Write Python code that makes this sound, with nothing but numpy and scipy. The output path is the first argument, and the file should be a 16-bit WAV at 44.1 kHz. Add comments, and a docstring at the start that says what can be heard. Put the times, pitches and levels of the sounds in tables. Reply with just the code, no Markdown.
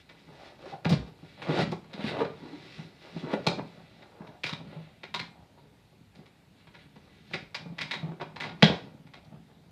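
"""Clothes rustle and limbs drag as someone shifts about inside a wooden chest in a small bedroom.
Cloth is coloured grit; drags are stick-slip noise through panel modes, over a steady hush.
The stiff lid stay snaps, knees bump and the lid is pulled down in steps to a bang: noise bursts
excite lid and box, tones give the padded bumps and deep heaves. Echoes and decaying taps make the room."""
import sys
import numpy as np
from scipy import signal
from scipy.fft import rfft, irfft
from scipy.io import wavfile
from scipy.ndimage import uniform_filter1d, minimum_filter1d

SR = 44100
rng = np.random.default_rng(int(sys.argv[2]) if len(sys.argv) > 2 else 0)


def master_out(mix):
    """Clip the mix to full scale and print it as 16-bit PCM to the path in sys.argv[1]."""
    frames = np.transpose(np.atleast_2d(mix))
    ceiling = np.clip(frames, -1, 1)
    pcm = np.round(ceiling * 32767).astype(np.int16)
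    wavfile.write(sys.argv[1], SR, pcm)


N = 428211

# modes of the chest's panels and air: mode_hz, width_hz, gain_db
BOX_MODES = [(129.8, 9.3, 5), (164.6, 29, 6.5), (199, 26, 4.5), (265.4, 7.8, -28.5), (344, 140, -4),
             (428.5, 37, -1.5), (525, 145, -13), (626, 110, -6.5), (771, 160, -4), (937, 38, -12),
             (1023, 150, -27.5), (1183, 114, -11.5)]


def amp(db):
    """Decibels to amplitude ratio."""
    return 10 ** (np.asarray(db) / 20)


def evened(x):
    """Scales to unit RMS."""
    return x / np.sqrt(np.mean(x ** 2) + 1e-20)


def read(points, hz):
    """Interpolates a (Hz, value) curve over log frequency."""
    point_hz, value = np.transpose(points)
    return np.interp(np.log(hz + 1), np.log(point_hz + 1), value)


def add(mix, start_s, sound):
    """Adds a sound in place, cut at the end of the mix."""
    part = mix[round(start_s * SR):][:len(sound)]
    part += sound[:len(part)]


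def colour(x, points):
    """Causal filter with the given spectrum (minimum phase by the cepstrum)."""
    gain_db = np.maximum(read(points, np.fft.rfftfreq(4096, 1 / SR)), -100)
    cepstrum = irfft(gain_db * np.log(10) / 20)
    # fold negative time onto positive time
    cepstrum[1:2048] *= 2
    cepstrum[2049:] = 0
    impulse = irfft(np.exp(rfft(cepstrum)))[:2048]
    return signal.oaconvolve(x, impulse)[:len(x)]


def whiten(x):
    """Evens the broad spectrum, as a crowd of splinters favours no band; silences the second half."""
    spectrum = rfft(x)
    power = uniform_filter1d(abs(spectrum) ** 2, size=25)
    flat = irfft(spectrum * np.sqrt(power.mean() / power), len(x))
    return flat * (np.arange(len(x)) < len(x) // 2)


def ring(x, modes):
    """Drives each mode of a body as a two-pole resonance."""
    out = np.zeros(len(x))
    for mode_hz, width_hz, gain_db in modes:
        r = np.exp(-np.pi * width_hz / SR)
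        poles = [1, -2 * r * np.cos(2 * np.pi * mode_hz / SR), r * r]
        out += amp(gain_db) * (1 - r) * signal.lfilter([1, 0, -1], poles, x)
    return out


def glide(x, rows, width_hz):
    """A resonance that follows the last column: shift down to zero, smooth, shift back."""
    s, hz = np.vstack(rows)[:, [0, -1]].T
    path_hz = np.interp(np.arange(N) / SR, s, hz)
    turn = np.exp(2j * np.pi * np.cumsum(path_hz) / SR)
    r = np.exp(-np.pi * width_hz / SR)
    return 2 * (turn * signal.lfilter([1 - r], [1, -r], x / turn)).real


def dull(x, cutoff_hz):
    """Soft contact passes little treble: second-order low-pass."""
    return signal.sosfilt(signal.butter(2, cutoff_hz, fs=SR, output="sos"), x)


def grit(per_s, spread_db, smooth):
    """Stick-slip drive: uneven small slips over a smooth noise."""
    size = amp(spread_db * np.minimum(rng.exponential(1, N), 4))
    slips = size * (rng.random(N) < per_s / SR)
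    return evened(slips * rng.standard_normal(N)) + smooth * rng.standard_normal(N)


def strokes(rows, axis):
    """Gain of strokes (peak_s, rise_s, fall_s, ...) summed in power; column `axis` sets their dB."""
    swell_db = 20  # drop one rise before the peak and one fall after it, ahead of smoothing
    power = np.zeros(N)
    for row in rows:
        peak_s, rise_s, fall_s = row[0], row[1], row[2]
        t = np.arange(-3 * rise_s, 3 * fall_s, 1 / SR)
        drop_db = swell_db * np.where(t < 0, -t / rise_s, t / fall_s)
        gain = amp(row[axis] - drop_db)[t + peak_s >= 0]
        add(power, max(peak_s + t[0], 0), gain ** 2)
    return np.sqrt(abs(uniform_filter1d(power, size=300)))


def hush():
    """Steady room air and microphone hiss: shaped noise with slight patches in time and pitch."""
    # hush spectrum: hz, relative_db_per_hz
    hush_curve = [(15, -52), (25, -10), (102, 5), (199, -2), (283, -7), (513, -13), (811, -13.5),
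                  (1030, -20), (2520, -17.5), (3040, -21.5), (3770, -18.5), (5810, -29), (14100, -36),
                  (15800, -58)]
    rms_db, patch_db = -61, 1.5
    frames, hz = N // 256 + 5, np.fft.rfftfreq(1024, 1 / SR)
    real, imag, patches = rng.standard_normal((frames, 513, 3)).T
    patches = uniform_filter1d(patches, size=12, axis=0)
    patches = evened(uniform_filter1d(patches, size=14, axis=1))
    spectra = (real + 1j * imag) * amp(read(hush_curve, hz)[:, None] + patch_db * patches)
    noise = signal.istft(spectra, nperseg=1024, noverlap=768)[1][:N]
    return amp(rms_db) * evened(noise)


def cloth():
    """Slides of clothing: fine fibres catch as coloured grit; some slides shine brighter."""
    # slides: peak_s, rise_s, fall_s, relative_level_db, sheen_db (treble, re level)
    slide_rows = [(0, .01, 0.041, -55, -23), (.098, 0.0073, 0.051, -54, -4), (.2, 0.15, 0.073, -61, -12),
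                  (.478, 0.38, 0.076, -52, -27), (.7, 0.17, 0.079, -48.5, -33),
                  (0.931, 0.051, 0.03, -32, -7), (1.08, 0.071, 0.027, -55, -12),
                  (1.3, 0.29, 0.31, -57.5, -16), (1.43, 0.049, .02, -46, 10), (1.5, 0.037, 0.12, -39, 2),
                  (1.622, 0.17, 0.022, -28.5, -2), (1.72, .01, .04, -53, -5),
                  (2.08, 0.12, 0.08, -33.5, 2.5), (2.219, 0.11, 0.011, -39.5, 3.5),
                  (2.5, .3, 0.38, -67, -18), (2.79, 0.8, 0.15, -49, -20), (3.02, .04, 0.1, -54, -20),
                  (3.2, 0.39, 0.23, -49.5, -13), (3.34, 0.057, 0.0068, -35, 1.5),
                  (3.45, 0.11, .03, -52, -18), (3.66, .05, 0.98, -58.5, -19),
                  (3.87, 0.012, 0.017, -69.5, 16), (3.99, 0.45, .03, -61, -2), (4.7, 0.11, 0.52, -55.5, 4),
                  (4.83, 0.13, 0.022, -66, 11), (6.17, .02, .2, -65, -6), (6.266, 0.021, .015, -64, -4),
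                  (6.6, 0.088, 0.089, -60.5, 2), (6.748, .015, .03, -51.5, -3),
                  (6.816, 0.12, 0.064, -55, 4), (6.958, 0.017, .04, -61, 2), (7.15, 0.56, 0.61, -62.5, -2),
                  (7.33, 0.085, 0.14, -50.5, -12), (7.96, 0.32, 0.22, -51.5, 3),
                  (8.49, 0.12, 0.092, -62, 1), (8.639, 0.042, .2, -42.5, -21)]
    # fibre spectrum: hz, relative_db_per_hz
    rustle_curve = [(710, -36.5), (1200, -8), (1660, -6), (1950, -1.5), (2170, -4), (2390, -2.5),
                    (3130, -7.5), (3800, -3), (5420, -17.5), (6110, -26.5), (10800, -37.5), (15800, -60.5)]
    fibres = evened(colour(grit(3000, 3, .8), rustle_curve))
    sheen = signal.sosfilt(signal.butter(4, 5500, "high", fs=SR, output="sos"), fibres)
    shine_rows = [(s, rise, fall, db + sheen_db) for s, rise, fall, db, sheen_db in slide_rows]
    level = strokes(slide_rows, axis=3)
    return level * fibres + (strokes(shine_rows, axis=3) - level) * sheen


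def drags():
    """Limb weight shakes the deep box modes; scraping shakes its boards, most the one under the limb."""
    # drags of a limb: peak_s, rise_s, fall_s, weight_db, scrape_db (both relative), board_hz
    drag_rows = [(.1, .02, 0.18, -51.5, -58, 498), (.284, 0.021, 0.13, -48.5, -50.5, 423),
                 (.424, 0.17, 0.16, -65, -46.5, 715), (.664, 0.085, 0.057, -67, -41.5, 486),
                 (.74, 0.056, 0.025, -45, -36.5, 696), (.92, 0.048, 0.047, -20.5, -38, 560),
                 (1.01, 0.046, 0.15, -39, -45.5, 405), (1.24, 0.04, 0.043, -49, -52, 357),
                 (1.39, 0.079, 0.075, -49, -54, 612), (1.5, 0.073, 0.055, -30, -26.5, 412),
                 (1.6, 0.1, 0.034, -43, -18, 492), (1.73, 0.014, 0.017, -37, -31, 450),
                 (2.01, 0.054, 0.039, -50, -35.5, 543), (2.06, 0.021, 0.2, -33.5, -41, 334),
                 (2.16, 0.24, .06, -46, -33, 564), (2.23, 0.13, 0.015, -38, -24.5, 456),
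                 (2.45, 0.085, 0.16, -56, -50.5, 340), (2.81, 0.051, 0.094, -43.5, -47, 380),
                 (3.06, 0.063, 0.3, -67, -50.5, 500), (3.17, 0.038, .03, -35.5, -48, 372),
                 (3.24, 0.025, 0.12, -42, -37, 351), (3.34, 0.095, 0.027, -48, -23.5, 460),
                 (3.47, 0.01, 0.12, -34, -27, 435), (3.59, 0.05, 0.079, -34.5, -39.5, 461),
                 (3.78, 0.085, 0.08, -56, -48, 574), (4.04, 0.21, 0.069, -58, -55, 611),
                 (4.22, .03, .1, -54, -47, 400), (4.3, .05, .06, -48, -50, 610),
                 (4.53, 0.086, 0.033, -42, -62, 800), (4.61, 0.05, 0.06, -46, -51, 450),
                 (4.74, 0.26, 0.11, -45.5, -49, 544), (4.88, .04, 0.049, -55, -58, 563),
                 (5.22, 0.11, 0.081, -42, -53, 890), (5.36, 0.13, 0.39, -67, -55.5, 740),
                 (5.64, .07, .1, -57, -60, 450), (6.18, 0.06, 0.16, -54.5, -53.5, 446),
                 (6.86, 0.45, 0.06, -55.5, -61, 359), (7.06, .08, 0.24, -71, -57.5, 466),
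                 (7.43, 0.15, 0.043, -44, -54, 428), (7.63, 0.14, 0.039, -47, -50.5, 601),
                 (7.72, .06, .04, -53, -68, 365), (7.83, 0.081, 0.066, -40.5, -48, 943),
                 (7.93, 0.076, 0.25, -42.5, -52, 920), (8.13, 0.26, 0.037, -46, -46.5, 444),
                 (8.25, 0.04, 0.053, -41.5, -74, 590), (8.46, 0.14, 0.089, -38.5, -39.5, 837),
                 (8.53, 0.06, 0.029, -40.5, -54, 410), (8.7, 0.083, 0.075, -32, -27, 454),
                 (8.86, .1, 0.19, -42.5, -50, 451), (9.15, 0.028, .1, -69.5, -56, 702),
                 (9.34, 0.14, 0.077, -44, -52.5, 597), (9.5, 0.045, .05, -61, -56, 605)]
    # constant small shifting, interpolated: time_s, weight_db, scrape_db (both relative)
    stir_rows = [(0.0, -68, -67), (0.86, -59, -56.5), (1.38, -71, -62), (1.62, -27.5, -45),
                 (1.76, -44.5, -68), (2.0, -69, -70), (2.14, -44, -52), (2.49, -53.5, -49.5),
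                 (3.08, -62.5, -63.5), (3.43, -47, -51), (3.76, -54, -70), (4.27, -78, -49),
                 (4.68, -51, -81), (4.92, -64.5, -66), (6.52, -66, -71), (8.63, -50.5, -62.5),
                 (8.95, -56.5, -67), (9.71, -59.5, -66)]
    deep = evened(dull(ring(grit(150, 3.0, 0.77), BOX_MODES[:4]), 200))
    boards = evened(dull(ring(grit(400, 2.2, 0.67), BOX_MODES[4:]), 2300))
    boards = evened(boards + amp(6) * glide(boards, drag_rows, 170))
    s, *stir_db = np.transpose(stir_rows)
    stir_weight, stir_scrape = (amp(np.interp(np.arange(N) / SR, s, db)) for db in stir_db)
    weight_gain = np.hypot(stir_weight, strokes(drag_rows, axis=3))
    scrape_gain = np.hypot(stir_scrape, strokes(drag_rows, axis=4))
    return weight_gain * deep, scrape_gain * boards


def snaps():
    """Splintery noise as the joint slips, a hard tick as it catches; the box swells more slowly below."""
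    # snaps and taps: time_s, crack_db, thud_db (both relative), ring_hz, decay_s, tilt_db_per_octave
    snap_rows = [(.092, -39, -56.5, 3750, 0.0047, 2.5), (.848, -19, -15.5, 1710, 0.0021, 2),
                 (0.894, -23.5, -21, 1130, .009, 12), (1.42, -26.5, -44, 1040, 0.0071, 0),
                 (1.716, -32.5, -20, 880, 0.0045, 9.5), (1.839, -46, -57, 4120, .004, 2),
                 (1.933, -30, -43, 3850, .0046, 2), (2.247, -27.5, -21, 2294, 0.0026, -3),
                 (3.467, -11.5, -7.5, 2560, 0.0014, 8.5), (3.589, -28, -21, 970, 0.0018, -5.5),
                 (4.022, -40, -47, 2000, .012, -1), (4.27, -39, -55, 2300, .003, 0),
                 (4.436, -16, -25.5, 2360, 0.006, 4.5), (4.464, -21.5, -34, 2400, 0.0081, 4),
                 (4.489, -23.5, -43, 1180, 0.01, 2.5), (4.529, -23.5, -43, 1190, 0.0031, 2),
                 (5.034, -27.5, -35.5, 2420, 0.0016, 0.5), (5.142, -16, -31.5, 3750, 0.0076, 3.5),
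                 (5.194, -20, -36, 2100, 0.0024, 3), (5.577, -43, -74, 1050, .004, -7),
                 (5.925, -49, -62, 700, .004, -13), (6.152, -46, -52, 2270, .004, 8),
                 (6.259, -46, -46, 1150, .0028, 7), (6.671, -41, -63, 1570, 0.004, -2),
                 (6.747, -38.5, -60, 1760, 0.0045, -2.5), (6.96, -42, -39, 918, 0.0023, 0),
                 (7.306, -44, -34.5, 1130, 0.0048, -1), (7.336, -18, -22.5, 2430, 0.01, 2.5),
                 (7.546, -19.5, -51, 2370, 0.0069, 2.5), (7.784, -21.5, -59, 2000, 0.0052, 1.5),
                 (7.811, -18, -50, 2270, 0.0091, 3.5), (7.911, -17, -57, 2200, .0046, 3.5),
                 (7.935, -20.5, -61, 1970, 0.013, .6), (8.199, -31.5, -35, 1560, 0.0025, -5),
                 (8.211, -23, -28.5, 1226, 0.0097, -1.7), (8.361, -27, -74, 956, 0.002, 0),
                 (8.402, -21, -44, 1930, 0.018, 2.5), (8.435, -23.5, -46, 980, 0.026, .6),
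                 (8.491, -30, -57, 1430, 0.0047, -2), (8.625, 0.5, 1.5, 1900, 0.0024, 3),
                 (9.068, -45, -50, 1233, 0.0031, -0.5), (9.137, -34.5, -44.5, 1190, 0.0016, 1.5),
                 (9.168, -45.5, -42.5, 2600, 0.005, 1.5), (9.247, -51, -58, 4400, .003, 7.5)]
    # lid and stay modes: mode_hz, width_hz, gain_db
    lid_modes = [(994, 110, 8), (1850, 40, 11), (2110, 360, 10.5), (2408, 100, 12), (3260, 200, 3),
                 (3750, 290, 7), (4150, 160, 8), (4760, 280, 6.5), (4970, 620, 2.5)]
    # crack spectrum: hz, relative_db_per_hz
    crack_curve = [(180, -44), (300, -28.5), (354, -1.5), (665, -1), (747, -2.5), (941, -2.5), (1500, -4),
                   (1980, -7), (2860, -7.5), (3790, -8), (5930, -25), (15800, -51)]
    slip_s, hurry = .0075, 0.41  # longest slip; harder blows catch sooner
    tick_db, crest_db = 5.5, 9.5  # tick level; allowance for peak over mean of the crack
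    blunt_db = 9  # loss per octave above 5 kHz at crack_db 0: hard blows squash the contact
    spot_db = 6  # spread of lid mode gains: each snap strikes another spot
    cracks, thuds, t = np.zeros(N), np.zeros(N), np.arange(4400) / SR
    noises = rng.standard_normal((len(snap_rows), len(t)))
    spots = rng.standard_normal((len(snap_rows), len(lid_modes)))
    for (s, db, thud_db, ring_hz, decay_s, tilt), noise, spot in zip(snap_rows, noises, spots):
        lid = [(f, width, d + spot_db * u) for (f, width, d), u in zip(lid_modes, spot)]
        catch_s = slip_s / (1 + hurry * amp(db))
        burst = noise * np.exp(-np.maximum(t - catch_s, 0) / np.clip(decay_s, .001, .04))
        tick = amp(tick_db) * np.exp(-((t - catch_s) / .0006) ** 2) * np.sign(noise)
        tilted = []
        for f, d in crack_curve:
            slope_db = tilt * np.log2(min(f, 9000) / 2000)
            loss_db = blunt_db * amp(db) * max(np.log2(f / 5000), 0)
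            tilted.append((f, d + slope_db - loss_db))
        crack = colour(whiten(burst * np.minimum(t / 0.00033, 1) + tick), tilted)
        crack = crack + amp(-7) * ring(crack, lid) + amp(1.5) * ring(crack, [(ring_hz, 250, 0)])
        thud = dull(ring(whiten(burst * np.minimum(t / 0.016, 1)), BOX_MODES), 1000)
        thud = thud * np.cos(np.pi / 2 * t / t[-1])
        add(cracks, s - .001, amp(db - crest_db) * crack / np.sqrt(np.mean(crack[:500] ** 2)))
        add(thuds, s, amp(thud_db - 4) * thud / abs(thud).max())
    return thuds, cracks


def bumps():
    """Padded blows of knees and elbows: no crack, one panel swells up and dies, the other modes stir."""
    # bumps: time_s, relative_level_db, pitch_hz, t60_s (clipped below)
    bump_rows = [(0.641, -44.5, 535, 0.12), (0.729, -30, 786, 0.14), (0.862, -13, 170.4, 0.094),
                 (0.904, -17, 180, 0.13), (0.925, -12.5, 140, 0.12), (0.958, -32, 136, 0.05),
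                 (1.234, -40, 303, 0.042), (1.585, -23.5, 900, 0.09), (2.53, -40.5, 296, 0.19),
                 (1.231, -34, 165, 0.054), (1.489, -25, 154, 0.17), (1.592, -15, 192, 0.091),
                 (1.725, -22, 183, 0.032), (1.945, -33.5, 190, 0.18), (1.993, -30.5, 197, 0.16),
                 (2.045, -18.5, 210, 0.072), (2.212, -19, 448, 0.12), (2.431, -40, 246, 0.24),
                 (2.793, -28.5, 170, 0.052), (3.164, -24.5, 187, 0.086), (3.236, -32, 237, 0.15),
                 (3.336, -19, 213, 0.089), (3.484, -37, 179, 0.35), (4.208, -31, 190, 0.069),
                 (4.76, -35.5, 160, 0.36), (6.968, -50.5, 201, 0.65), (7.661, -31.5, 174, 0.14),
                 (7.701, -34, 153, 0.096), (7.726, -36.5, 181, 0.11), (8.032, -26.5, 160.4, 0.16),
                 (8.061, -34, 166, 0.16), (8.085, -29, 164, 0.12), (8.631, -7.5, 199, 0.096),
                 (9.501, -53, 201, 0.12)]
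    out, t = np.zeros(N), np.arange(9000) / SR
    noises = rng.standard_normal((len(bump_rows), len(t)))
    for (s, db, hz, t60_s), noise in zip(bump_rows, noises):
        decay = amp(-60 * t / np.clip(t60_s, .03, .3))
        swell = np.sin(np.pi / 2 * np.minimum(t / 0.0077, 1)) ** 2
        panel = np.sin(2 * np.pi * hz * t) + 0.3 * evened(ring(noise, BOX_MODES))
        add(out, s - .006, amp(db + 2.5) * decay * swell * panel)
    return dull(out, 727)


def heaves():
    """Slow heaves of the whole chest on the floor: a few deep cycles that swell and fade."""
    # heaves: start_s, peak_db, pitch_hz, length_s
    heave_rows = [(0.928, -39, 63, 0.16), (1.544, -58, 70, .2), (8.624, -40, 84, .15)]
    out = np.zeros(N)
    for s, db, hz, length_s in heave_rows:
        t = np.arange(round(length_s * SR)) / SR
        add(out, s, amp(db) * np.sin(2 * np.pi * hz * t) * np.hanning(len(t)))
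    return out


def bedroom(x):
    """Early echoes, then three tails of sparse taps, each band dying at its own speed; they trade shares."""
    # reverberation: hz, t60_s
    room_curve = [(100, 0.18), (400, 0.31), (1500, 0.32), (4000, 0.31), (8000, 0.34), (14000, 0.023)]
    # wall, bed and floor: delay_s, gain_db
    echo_rows = [(.0035, -8.5), (0.014, -9.5), (.021, -21.5)]
    out, turn = np.zeros(N), 2 * np.pi * np.arange(N) / SR / 1.1  # one cycle of shares per 1.1 s
    slots = np.arange(200, SR // 2 - 20, 20)
    for k in range(3):
        taps = np.zeros(SR // 2)
        taps[slots + rng.integers(0, 20, len(slots))] = rng.choice([-1., 1.], len(slots))
        hz, t, bands = signal.stft(taps, SR, nperseg=256)
        decay = amp(-60 * t / read(room_curve, hz)[:, None])
        tail = signal.istft(bands * decay, SR, nperseg=256)[1]
        share = np.sqrt((1 + np.cos(turn + 2 * np.pi * k / 3)) / 3)
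        out += signal.oaconvolve(x * share, amp(-6.5) * tail / np.linalg.norm(tail))[:N]
    for delay_s, db in echo_rows:
        add(out, delay_s, amp(db) * x)
    return out


def scene():
    """Sums the direct sounds, their room sound and the hush."""
    (weight, boards), (thuds, cracks) = drags(), snaps()
    # the box is too small to send out much below its lowest mode
    deep = signal.sosfilt(signal.butter(3, 105, "high", fs=SR, output="sos"), weight + thuds + bumps())
    bright = amp(-4.5) * (boards + cracks + cloth())
    # the long bass waves stir the room less than they ring in the box
    room = bedroom(bright + amp(-3) * deep)
    return (deep + heaves() + bright + room + hush())[None]


def record(dry):
    """A quick limiter holds the loudest peaks, the small microphone drops the deepest bass; then a band limit."""
    ceiling, edge_hz = .85, 15800
    gain = minimum_filter1d(ceiling / np.maximum(abs(dry), ceiling), size=200)
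    held = dry * uniform_filter1d(uniform_filter1d(gain, size=100), size=100)
    thin = signal.sosfilt(signal.butter(4, 47, "high", fs=SR, output="sos"), held)
    band = signal.firwin(511, edge_hz, window=("kaiser", 9), fs=SR)
    return signal.oaconvolve(thin, band[None], "same")


dry = scene()
out = record(dry)
master_out(out)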